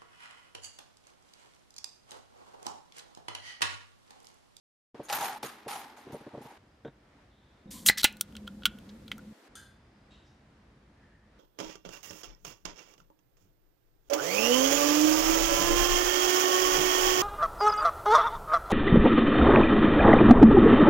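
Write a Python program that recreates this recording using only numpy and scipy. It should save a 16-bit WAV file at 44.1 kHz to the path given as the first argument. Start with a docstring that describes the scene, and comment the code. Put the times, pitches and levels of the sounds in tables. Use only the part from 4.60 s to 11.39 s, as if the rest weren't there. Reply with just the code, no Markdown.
"""Indoors: nuts and screws are poured into a plastic cup and shaken, as bursts of clatter, cup air and ringing steel.
A drink can is set down on a wooden table, with soft knocks made of decaying table tones. It opens with a hiss
of shaped noise and a crack. Its tab is bent to and fro with ringing metallic clicks until it snaps off.
Room tone, rumble, hum and fizz are steady noises that step to new levels; faint narrow noises swell and fade."""
import sys
import numpy as np
from scipy import signal
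from scipy.fft import rfft, irfft, next_fast_len
from scipy.io import wavfile
from scipy.ndimage import uniform_filter1d, map_coordinates

SR = 44100
rng = np.random.default_rng(int(sys.argv[2]) if len(sys.argv) > 2 else 0)


def log_audio(samples):
    """Write samples as a 16-bit WAV file to the path given in sys.argv[1]."""
    # one column per channel
    frames = np.atleast_2d(samples).T
    # limit to full scale, then quantise
    limited = np.clip(frames, -1, 1)
    pcm = np.round(limited * 32767).astype(np.int16)
    wavfile.write(sys.argv[1], SR, pcm)


N = 299439  # length in samples

# ringing tones of the can's lid, before a small random detuning: f/Hz, relative level/dB
LID_TONES = [(835, -1), (1430, 1), (1720, 0), (1990, 3), (2430, -6), (2800, -4.5), (3110, 0.5), (3300, -1),
             (3700, -1.5), (4010, 1), (4250, -2.5), (4580, -5.5), (5250, -3), (5790, 2), (6300, 1),
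             (7700, 0), (8300, 2.5), (9200, 2.5), (11200, 0), (12300, -0.5), (13400, -2.5)]


def amp(db):
    """Turns decibels into a plain gain."""
    return 10 ** (np.asarray(db) / 20)


def unit(x):
    """Scales a sound to an rms of 1."""
    return x / np.sqrt(np.mean(x ** 2) + 1e-20)


def along(points, hz):
    """Reads a curve of (Hz, value) points on a logarithmic frequency axis."""
    f, values = np.transpose(points)
    return np.interp(np.log(hz + 1), np.log(f + 1), values)


def filtered(x, response):
    """Multiplies the spectrum of x by a response, with padding so that the end does not wrap round."""
    length = next_fast_len(N + SR // 8)
    hz = np.fft.rfftfreq(length, 1 / SR)
    return irfft(rfft(x, length) * response(hz), length)[..., :N]


def modes(table):
    """Response of several resonances (Hz, width Hz, dB): a narrow one rings for longer."""
    def response(f):
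        total = 0
        for k, (center, width, db) in enumerate(table):
            damping = 1j * f * width
            sign = (-1) ** k
            total = total + sign * amp(db) * damping / (center * center - f * f + damping)
        return total
    return response


def shape(points):
    """Response that follows a spectrum of (Hz, dB) points."""
    return lambda f: amp(along(points, f))


def below(top_hz):
    """A steep low-pass with a short smooth edge."""
    return lambda f: np.clip((top_hz - f) / 300 + .5, 0, 1) ** 2


def noise(response, grain_db=0., grain_hz=300, spread=0.99):
    """Stereo noise of rms 1 with a randomly wavering level; a small spread makes left and right more alike."""
    # how alike left and right are at full spread: f/Hz, likeness (1 = the same)
    likeness = [(60, 1), (240, 1), (950, 0.45), (3770, 0.15), (15000, 0.24)]
    knots = rng.standard_normal(int(N * grain_hz / SR) + 4)
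    waver = map_coordinates(knots, [np.arange(N) * grain_hz / SR], order=1)
    source = amp(grain_db * waver) * rng.standard_normal((2, N))

    def mid_and_side(f):
        angle = spread * np.arccos(np.clip(along(likeness, f), -1, 1)) / 2
        return response(f) * [np.cos(angle), np.sin(angle)]
    mid, side = filtered(source, mid_and_side)
    return unit(np.array([mid + side, mid - side]))


def burst(response, seconds):
    """A short stereo noise of rms 1 through a response."""
    n = round(seconds * SR)
    spectrum = rfft(rng.standard_normal((2, n)))
    mid, side = irfft(spectrum * response(np.fft.rfftfreq(n, 1 / SR)), n)
    return unit(np.array([mid + 0.25 * side, mid - 0.28 * side]))


def add(track, s, sound):
    """Mixes a sound into a track at s seconds."""
    part = track[..., round(s * SR):][..., :sound.shape[-1]]
    part += sound[..., :part.shape[-1]]


def room(x):
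    """The room's echo: a noise tail in which each frequency dies away at its own speed."""
    # how long the room rings: f/Hz, time to fall by 60 dB/s
    echo_times = [(200, 0.18), (1500, 0.46), (5000, 0.081), (14000, 0.057)]
    hz, t, grid = signal.stft(rng.standard_normal((2, SR // 2)), SR, nperseg=256)
    decay = amp(-60 * t / along(echo_times, hz)[:, None])
    mid, side = signal.istft(grid * decay, SR, nperseg=256)[1]
    tail = mid + .15 * side * np.array([[1], [-1]])
    delayed = np.pad(x, (260, 0))  # samples, about 6 ms
    return signal.fftconvolve(delayed[None], tail / np.linalg.norm(tail[0]), axes=1)[:, :N]


def background():
    """Rumble, room tone, hum and fizz: shaped noises whose levels jump at each step, after an opening silence."""
    # steps of the background: start t/s, rumble level/dB, room tone level/dB, hum level/dB, fizz level/dB
    steps = [(0.346, -74.5, -58.5, -79, -84), (1.978, -65, -64, -73.5, -84.5),
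             (3.058, -57.5, -64, -47, -88), (3.31, -59.5, -64, -55, -70), (3.681, -57, -62, -48.5, -69),
             (4.729, -85, -60, -80.5, -69.5), (4.882, -62.5, -64, -68.5, -88)]
    # spectra of the four noises: f/Hz, relative level/dB
    rumble_spectrum = [(12, -40), (20, -23), (54, 1.5), (130, -4.5), (171, -6), (200, -16), (260, -37.5),
                       (440, -120)]
    tone_spectrum = [(150, -59.5), (200, -10.5), (286, -7), (460, -12.5), (711, -14), (1160, -17),
                     (1800, -18), (2740, -24.5), (5000, -30.5), (10500, -45), (12500, -59.5), (14000, -90)]
    hum_spectrum = [(90, -38.5), (140, -19), (185, -10), (208, 2.5), (240, -10), (330, -20), (480, -26.5),
                    (520, -17), (570, -30.5), (1200, -40), (2000, -70)]
    fizz_spectrum = [(500, -57), (1500, -9), (3500, 0), (8000, -5.5), (13000, -10.5), (15000, -12),
                     (15800, -29.5)]
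    start, *levels = np.transpose(steps)
    step = np.searchsorted(start, np.arange(N) / SR) - 1
    started = step >= 0
    # a very short average keeps the jumps from clicking
    rumble, tone, hum, fizz = (uniform_filter1d(amp(db)[step] * started, size=64) for db in levels)
    out = rumble * noise(shape(rumble_spectrum))
    out += tone * noise(shape(tone_spectrum), grain_db=-1.4, grain_hz=6.5)
    out += hum * noise(shape(hum_spectrum))
    out += fizz * noise(shape(fizz_spectrum), grain_db=0.5, grain_hz=400)
    return out


def faint():
    """Faint narrow noises that swell and fade."""
    # start t/s, rise time/s, time to fall by 60 dB/s, f/Hz, width/Hz, level before the swell and fade/dB
    swells = [(2.05, .05, 1, 4900, 500, -79), (2.7, 0.013, 3, 3580, 700, -73.5),
              (3.074, 0.0042, 0.24, 3710, 150, -68), (3.133, 0.0086, 0.58, 1029, 139.8, -57.5),
              (5.15, 0.077, 3, 4900, 500, -79), (5.53, .003, 0.097, 3090, 700, -69),
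              (5.648, .02, 0.47, 5287, 1600, -69), (6.36, 0.089, 1.2, 1779, 248, -61.5)]
    out, t = np.zeros((2, N)), np.arange(SR // 2) / SR
    ending = np.clip((.36 - t) / 0.029, 0, 1)
    for s, rise, t60, hz, width, db in swells:
        resonance = modes([(hz, width, 0)])
        band = burst(lambda f: resonance(f) ** 2, .5)
        add(out, s, band * amp(db - 60 * t / t60) * (1 - np.exp(-t / rise)) * ending)
    return out


def surges():
    """Gains of clatter, its treble, cup air and steel: each surge rises, holds and settles; surges add in power."""
    # surges of hardware in the cup: start t/s, hold time/s, clatter level/dB, cup air level/dB, steel level/dB
    moves = [(0.43, 0.024, -64, -67, -57.5), (0.487, 0.034, -39, -37, -47),
             (0.522, 0.027, -34.5, -38.5, -32), (0.605, 0.034, -36.5, -34.5, -34),
             (0.826, 0.0067, -41.5, -58, -41), (1.077, 0.078, -42, -43.5, -44.5),
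             (1.363, 0.021, -57.5, -61, -63.5), (1.518, 0.011, -56.5, -54.5, -58.5),
             (1.813, 0.022, -58, -55, -59), (1.878, .01, -68, -70, -66)]
    # speed of settling in dB per second: clatter, its treble, cup air, steel
    settle_speeds = (96, 140, 114.5, 200)
    # the same four at rest, level/dB: the pieces never lie quite still
    rest_levels = (-60, -76, -63.5, -88)
    rise_s, early_stop_s = 0.006, .79
    cup_start_s, cup_end_s = .345, 1.978
    t = np.arange(N) / SR
    power = amp(2 * np.array(rest_levels))[:, None] * np.ones(N)
    early_stopping = np.clip((early_stop_s - t) / 0.0069, 0, 1)
    for s, hold, clatter_db, air_db, steel_db in moves:
        db = np.array([clatter_db, clatter_db, air_db, steel_db])[:, None]
        rise = np.clip((t - s) / rise_s, 0, 1)
        if s < early_stop_s:
            rise = rise * early_stopping
        fall = np.outer(settle_speeds, np.maximum(t - s - rise_s - hold, 0))
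        power = power + (rise * amp(db - fall)) ** 2
    return np.sqrt(power) * (t > cup_start_s) * (t < cup_end_s)


def hardware():
    """Many small collisions: a broad clatter, the cup's air column and the ringing steel."""
    # spectrum of the clatter: f/Hz, relative level/dB
    clatter_spectrum = [(53, -63.5), (90, -23.5), (403, -13.5), (550, -20), (817, -9), (1140, -7.5),
                        (2910, -16), (4230, -17.5), (8060, -24), (9510, -24), (10300, -25), (13000, -23.5)]
    # resonances of the air in the cup: f/Hz, width/Hz, relative level/dB
    cup_air = [(819, 79, 2), (970, 95, -8.5)]
    # resonances of the steel pieces: f/Hz, width/Hz, relative level/dB
    steel_tones = [(6650, 240, -8), (9506, 34, -3), (11060, 42, -4.5), (11990, 41, -6), (12600, 40, -30),
                   (12800, 39, -5.5)]
    # single pieces landing: t/s, level before filtering/dB
    landings = [(0.4853, -38), (0.4989, -23.5), (0.5279, -19), (0.5484, -35), (0.609, -38.5), (0.6394, -40),
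                (0.83, -28.5), (0.8355, -33.5), (1.081, -35.5)]
    treble_from_hz, top_hz = 4400, 13100
    clatter, treble, air, jingle = surges()
    body = noise(shape(clatter_spectrum), grain_db=2.5, grain_hz=299, spread=0.79)
    high = filtered(body, lambda f: 1 / (1 + (treble_from_hz / (f + 1)) ** 4))
    out = clatter * (body - high) + treble * high
    out += air * noise(modes(cup_air), grain_db=3.0, grain_hz=59.67, spread=0.19)
    for hz, width, db in steel_tones:  # each tone wavers at its own moments
        ringing = noise(modes([(hz, width, 0)]), grain_db=6.5, grain_hz=60.2, spread=1.0)
        out += jingle * amp(db - 4.5) * ringing
    t = np.arange(SR // 10) / SR
    cracks = np.zeros(N)
    for s, db in landings:
        add(cracks, s, amp(db - 60 * t / 0.04) * rng.standard_normal(len(t)))
    crack_shape = shape([(150, -69.0), (400, -1), (1000, 0.0), (5000, -2.5), (13000, -21.0)])
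    cracks = filtered(cracks, lambda f: crack_shape(f) + 2.68 * modes(cup_air)(f))
    return filtered(out + cracks, below(top_hz))


def knocks():
    """Soft contacts ring the table top; each favours the tones near its pitch."""
    # knocks from the cup and then from the can: t/s, level/dB, favoured f/Hz
    contacts = [(0.345, -38.5, 364), (0.396, -30, 440), (0.833, -31, 450), (0.848, -36, 368),
                (1.063, -30.5, 479), (1.376, -46, 754), (1.468, -37.5, 326), (1.499, -38.5, 288),
                (1.528, -33, 175), (1.54, -28, 417), (1.555, -38.5, 339), (1.608, -41.5, 298),
                (1.666, -36, 298), (1.735, -35.5, 277), (1.745, -31.5, 603), (1.774, -32, 384),
                (1.807, -39, 229), (1.851, -38, 215), (1.916, -48, 375), (2.249, -31, 410),
                (2.262, -41, 527), (2.277, -36, 152)]
    # tones of the table top: f/Hz, relative level/dB, ring time that sets half of the decay/s
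    table_tones = [(104.5, -14, 0.12), (140, 4.5, 0.068), (252.8, 4, 0.031), (303.7, 5.5, 0.033),
                   (365.6, 5, 0.03), (451, 0.5, 0.07), (571, 3, 0.034), (698, 5.5, 0.018), (920, -3, 0.028),
                   (1110, -7.5, 0.03)]
    # resonances of the full can's wall: f/Hz, width/Hz, relative level/dB
    can_wall = [(1520, 160, 3.5), (3680, 210, -5), (5760, 380, -25)]
    can_from_s = 2
    contact_s = 0.036  # what knocks the table also damps it: sets the other half of the decay
    out, t = np.zeros(N), np.arange(SR // 6) / SR
    hz, level, life = np.transpose(table_tones)[..., None]
    for s, db, pitch in contacts:
        near = -6 * np.minimum(np.abs(np.log2(hz / pitch)), 1.5)  # weaker by 6 dB an octave
        near += rng.normal(0, 2, hz.shape)
        decay = 30 * t / life + 30 * t / contact_s
        ring = (amp(level + near - decay) * np.sin(2 * np.pi * hz * t)).sum(0)
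        ring *= 1 - np.exp(-t / 0.012)  # soft start
        knock = ring / np.abs(ring).max()
        if s > can_from_s:
            wall = burst(lambda f: modes(can_wall)(f) * (f < 8000), len(t) / SR).mean(0)
            knock = knock + amp(-20.5 - 60 * t / 0.11) * wall
        add(out, s, amp(db) * knock)
    return filtered(out, lambda f: f ** 2 / (f ** 2 + 80 ** 2))  # removes the deepest bass


def set_down():
    """The loose tab touches a hard frame and rings faintly."""
    # resonances of the frame: f/Hz, width/Hz, relative level/dB
    frame_tones = [(2700, 216, -3), (3200, 500, -8), (3780, 127, 3.5), (4300, 2200, -15), (7740, 260, -17)]
    start_s, level_db, t60_s = 5.505, -62, .8
    out, t = np.zeros((2, N)), np.arange(SR // 2) / SR
    ring = burst(lambda f: modes(frame_tones)(f) * (f > 2200) * (f < 9000), .5)
    add(out, start_s, amp(level_db - 60 * t / t60_s) * (1 - np.exp(-t / 0.0056)) * ring)
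    return out


def tab():
    """The ring of the free tab, smeared by the room into fading narrow bands over a wash; the treble dies first."""
    # resonances of the tab: f/Hz, width before a widening by a tenth/Hz, relative level/dB
    tab_tones = [(1580, 42, 5), (3040, 42.5, -3.5), (3474, 130, -5), (4230, 20.4, -3.5), (4780, 95, -8.5),
                 (6300, 70, -7), (7010, 130, -11), (8860, 180, -9), (9570, 62, -9), (12480, 260, -19)]
    snap_s, level_db = 4.953, -47.5
    low_t60_s, high_t60_s, split_hz = 0.61, 0.38, 5500
    out, t = np.zeros((2, N)), np.arange(SR // 2) / SR
    wash = shape([(1000, -69.5), (1300, -3), (1800, -17), (2500, -46), (3000, -25.0),
                  (6000, -34), (9000, -23), (13000, -30), (15000, -60)])
    resonances = modes(np.array(tab_tones) * [1, 1.1, 1])
    ring = lambda f: resonances(f) + wash(f)
    low = amp(-3.0 - 60 * t / low_t60_s) * burst(lambda f: ring(f) * (f < split_hz), .5)
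    high = amp(-3.5 - 60 * t / high_t60_s) * burst(lambda f: ring(f) * (f >= split_hz), .5)
    onset = (1 - np.exp(-t / 0.0013)) * (1 + amp(-60 * t / 0.032))  # briefly stronger at first
    add(out, snap_s, amp(level_db) * (low + high) * onset)
    return out


def gas():
    """Pressure escapes through the cracked score line as hiss; tearing metal is duller and rougher."""
    # stretches of gas and tearing: start t/s, end t/s, start level/dB, end level/dB, dullness (0 gas to 1 tearing)
    vents = [(3.103, 3.267, -44, -60, 0.27), (3.255, 3.264, -44, -34.5, 0), (3.427, 3.433, -46, -46, 0.7),
             (3.263, 3.3, -19.5, -24.5, 0.06), (3.3, 3.335, -33, -63.5, 0.8),
             (3.372, 3.42, -36.5, -36, 0.85), (3.438, 3.439, -33, -43.5, 0.8),
             (3.766, 3.769, -45, -47, 0.63), (4.29, 4.305, -53, -63.5, 1)]
    # spectra of the gas jet and the tearing metal: f/Hz, relative level/dB
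    jet_spectrum = [(900, -61.5), (1500, -26), (2000, -14.5), (2700, -24), (4000, -11), (5500, -5.5),
                    (7500, 1.5), (10000, -1.5), (13500, -3.5), (15000, -12.5), (15900, -40)]
    tear_spectrum = [(530, -54), (900, -23), (2150, -6.5), (2690, -12), (3070, -3), (4440, -1.5),
                     (9630, -23.5), (15500, -37)]
    jet = noise(shape(jet_spectrum), spread=.35)
    tear = noise(shape(tear_spectrum), grain_db=2.5, grain_hz=500, spread=.35)
    out = np.zeros((2, N))
    for start, end, start_db, end_db, dull in vents:
        a, b = round(start * SR), round(end * SR)
        fade = amp(np.linspace(start_db, end_db, b - a)) * signal.windows.tukey(b - a, .15)
        out[:, a:b] += fade * (np.sqrt(1 - dull) * jet[:, a:b] + np.sqrt(dull) * tear[:, a:b])
    return out


def push(t):
    """One low push of air: a short pulse that swings up and then below zero."""
    u = t / 0.00046
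    return u * (2.6 - u) * np.exp(-u)


def buckles():
    """The lid buckles as it tears open: a strong push, and the lid's lowest tone."""
    # buckles of the lid: t/s, level/dB
    bends = [(3.2872, -26.5), (3.2977, -18), (3.4419, -30), (3.4451, -15.5), (3.4485, -22.5)]
    out, t = np.zeros(N), np.arange(SR // 6) / SR
    for s, db in bends:
        hz = LID_TONES[0][0] * (1 + rng.normal(0, .012))
        ring = amp(-7.5 - 60 * t / .03) * np.sin(2 * np.pi * hz * t)
        add(out, s, amp(db) * (push(t) + ring))
    return out


def can():
    """Each slip of the tab rings the lid, damped by the fingers, with a crack on top and a push through the can."""
    # clicks of tab and lid: t/s, level/dB, favoured f/Hz, relative lid tone level/dB, relative treble level/dB
    slips = [(3.111, -39, 5130, -24, -20), (3.262, -18, 2940, -16, -1), (3.2865, -7.5, 4130, -21, -11.5),
             (3.288, -15.5, 2000, -33, -25.5), (3.2978, -10, 1912, -20, -21),
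             (3.3763, -30, 1960, -21.5, -4), (3.3822, -24.5, 5500, -18, -5.5),
             (3.387, -33, 2080, -18.5, -12), (3.4322, -21.5, 4203, -4, -5), (3.4423, -11, 4000, -17, -3.5),
             (3.4451, -9, 2850, -9.5, -10.5), (3.4491, -8, 2525, -44, -15.5), (3.5254, -52, 2500, -24, 3),
             (3.569, -48.5, 3970, -23, -2), (3.598, -55, 3780, -23, -8), (3.6102, -19.5, 3630, -7.5, 3),
             (3.7243, -52, 3130, 5, -10.5), (3.753, -40, 3260, -0.5, -16), (3.7685, -36, 3160, -13.5, -19),
             (3.87, -48, 3220, -6, -17), (3.875, -37.5, 3620, -18, -17), (3.877, -37, 3220, 10, -14),
             (4.022, -47, 3205, 6, -26), (4.0343, -35.5, 3220, 0, -27), (4.0552, -9, 3250, -9.5, -11.5),
             (4.062, -17.5, 3060, -1, -11.5), (4.1867, -46.5, 3200, -2.5, -10),
             (4.48, -35.5, 3330, -13, -18.5), (4.5162, -23, 3100, -21, -27.5),
             (4.5163, -24, 2160, -8.5, -33), (4.5806, -51, 4640, 14, 1.5), (4.5916, -51.5, 2200, 13, -15.5)]
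    grip_s = 3.5  # from here the fingers grip the raised tab
    thump_db = -27.5  # push through the can, relative to the click
    out, t = np.zeros(N), np.arange(SR // 6) / SR
    seconds = len(t) / SR
    lid_hz, level = np.transpose(LID_TONES)[..., None]
    for s, db, pitch, lid_db, treble_db in slips:
        # base damping time in seconds, and level of the lingering ring
        t60, linger_db = (0.025, -28) if s < grip_s else (0.015, -47)
        hz = lid_hz * (1 + rng.normal(0, .012, lid_hz.shape))  # the bent lid is never tuned the same twice
        treble_floor = np.where(hz > 5000, treble_db - 4, -60)
        near = -30 * np.abs(np.log2(hz / pitch)) + .1  # tones near the favoured pitch win
        strength = np.maximum(treble_floor, near)
        strength[:2, 0] = thump_db - 3, lid_db - 7.5
        strength += rng.normal(0, 2, hz.shape)
        life = t60 * np.minimum(3000 / hz, 1.15) ** .5  # high tones die first
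        life[1] *= 2.2  # the lid's second-lowest tone escapes the fingers
        ring = (amp(level + strength - 60 * t / life) * np.sin(2 * np.pi * hz * t)).sum(0)
        bright_noise = np.diff(rng.standard_normal(len(t) + 1))
        crack = amp(treble_db - 3 - 60 * t / t60 / 1.1) * bright_noise
        # the whole shell rattles on
        shell = modes([(1430, 250, lid_db + 0.5), (pitch, .2 * pitch, 0), (8000, 7000, treble_db - 7.5)])
        shudder = amp(-15.5 - 60 * t / t60 / 3.2) * burst(shell, seconds).mean(0)
        narrow = modes([(pitch, .05 * pitch, 0)])
        linger = amp(linger_db - 60 * t / .2) * burst(narrow, seconds).mean(0)
        onset = 1 - np.exp(-t / .0003)
        thump = amp(thump_db) * push(t)
        add(out, s, amp(db) * ((ring + crack + shudder + linger) * onset + thump))
    return out


def scene():
    """Sums all the sources, with room echoes for the can, the gas and the knocks."""
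    clicks, thuds, hiss = can() + buckles(), knocks(), gas()
    echoes = amp(-27.0) * room(clicks + hiss.mean(0)) + amp(-21.5) * room(thuds)
    cup_and_table = hardware() + thuds
    opening = clicks + hiss
    loose_tab = tab() + set_down()
    return background() + faint() + cup_and_table + opening + loose_tab + echoes


def record(dry):
    """Removes everything above a band limit of about 15.9 kHz."""
    return filtered(dry, below(15900))


dry = scene()
out = record(dry)
log_audio(out)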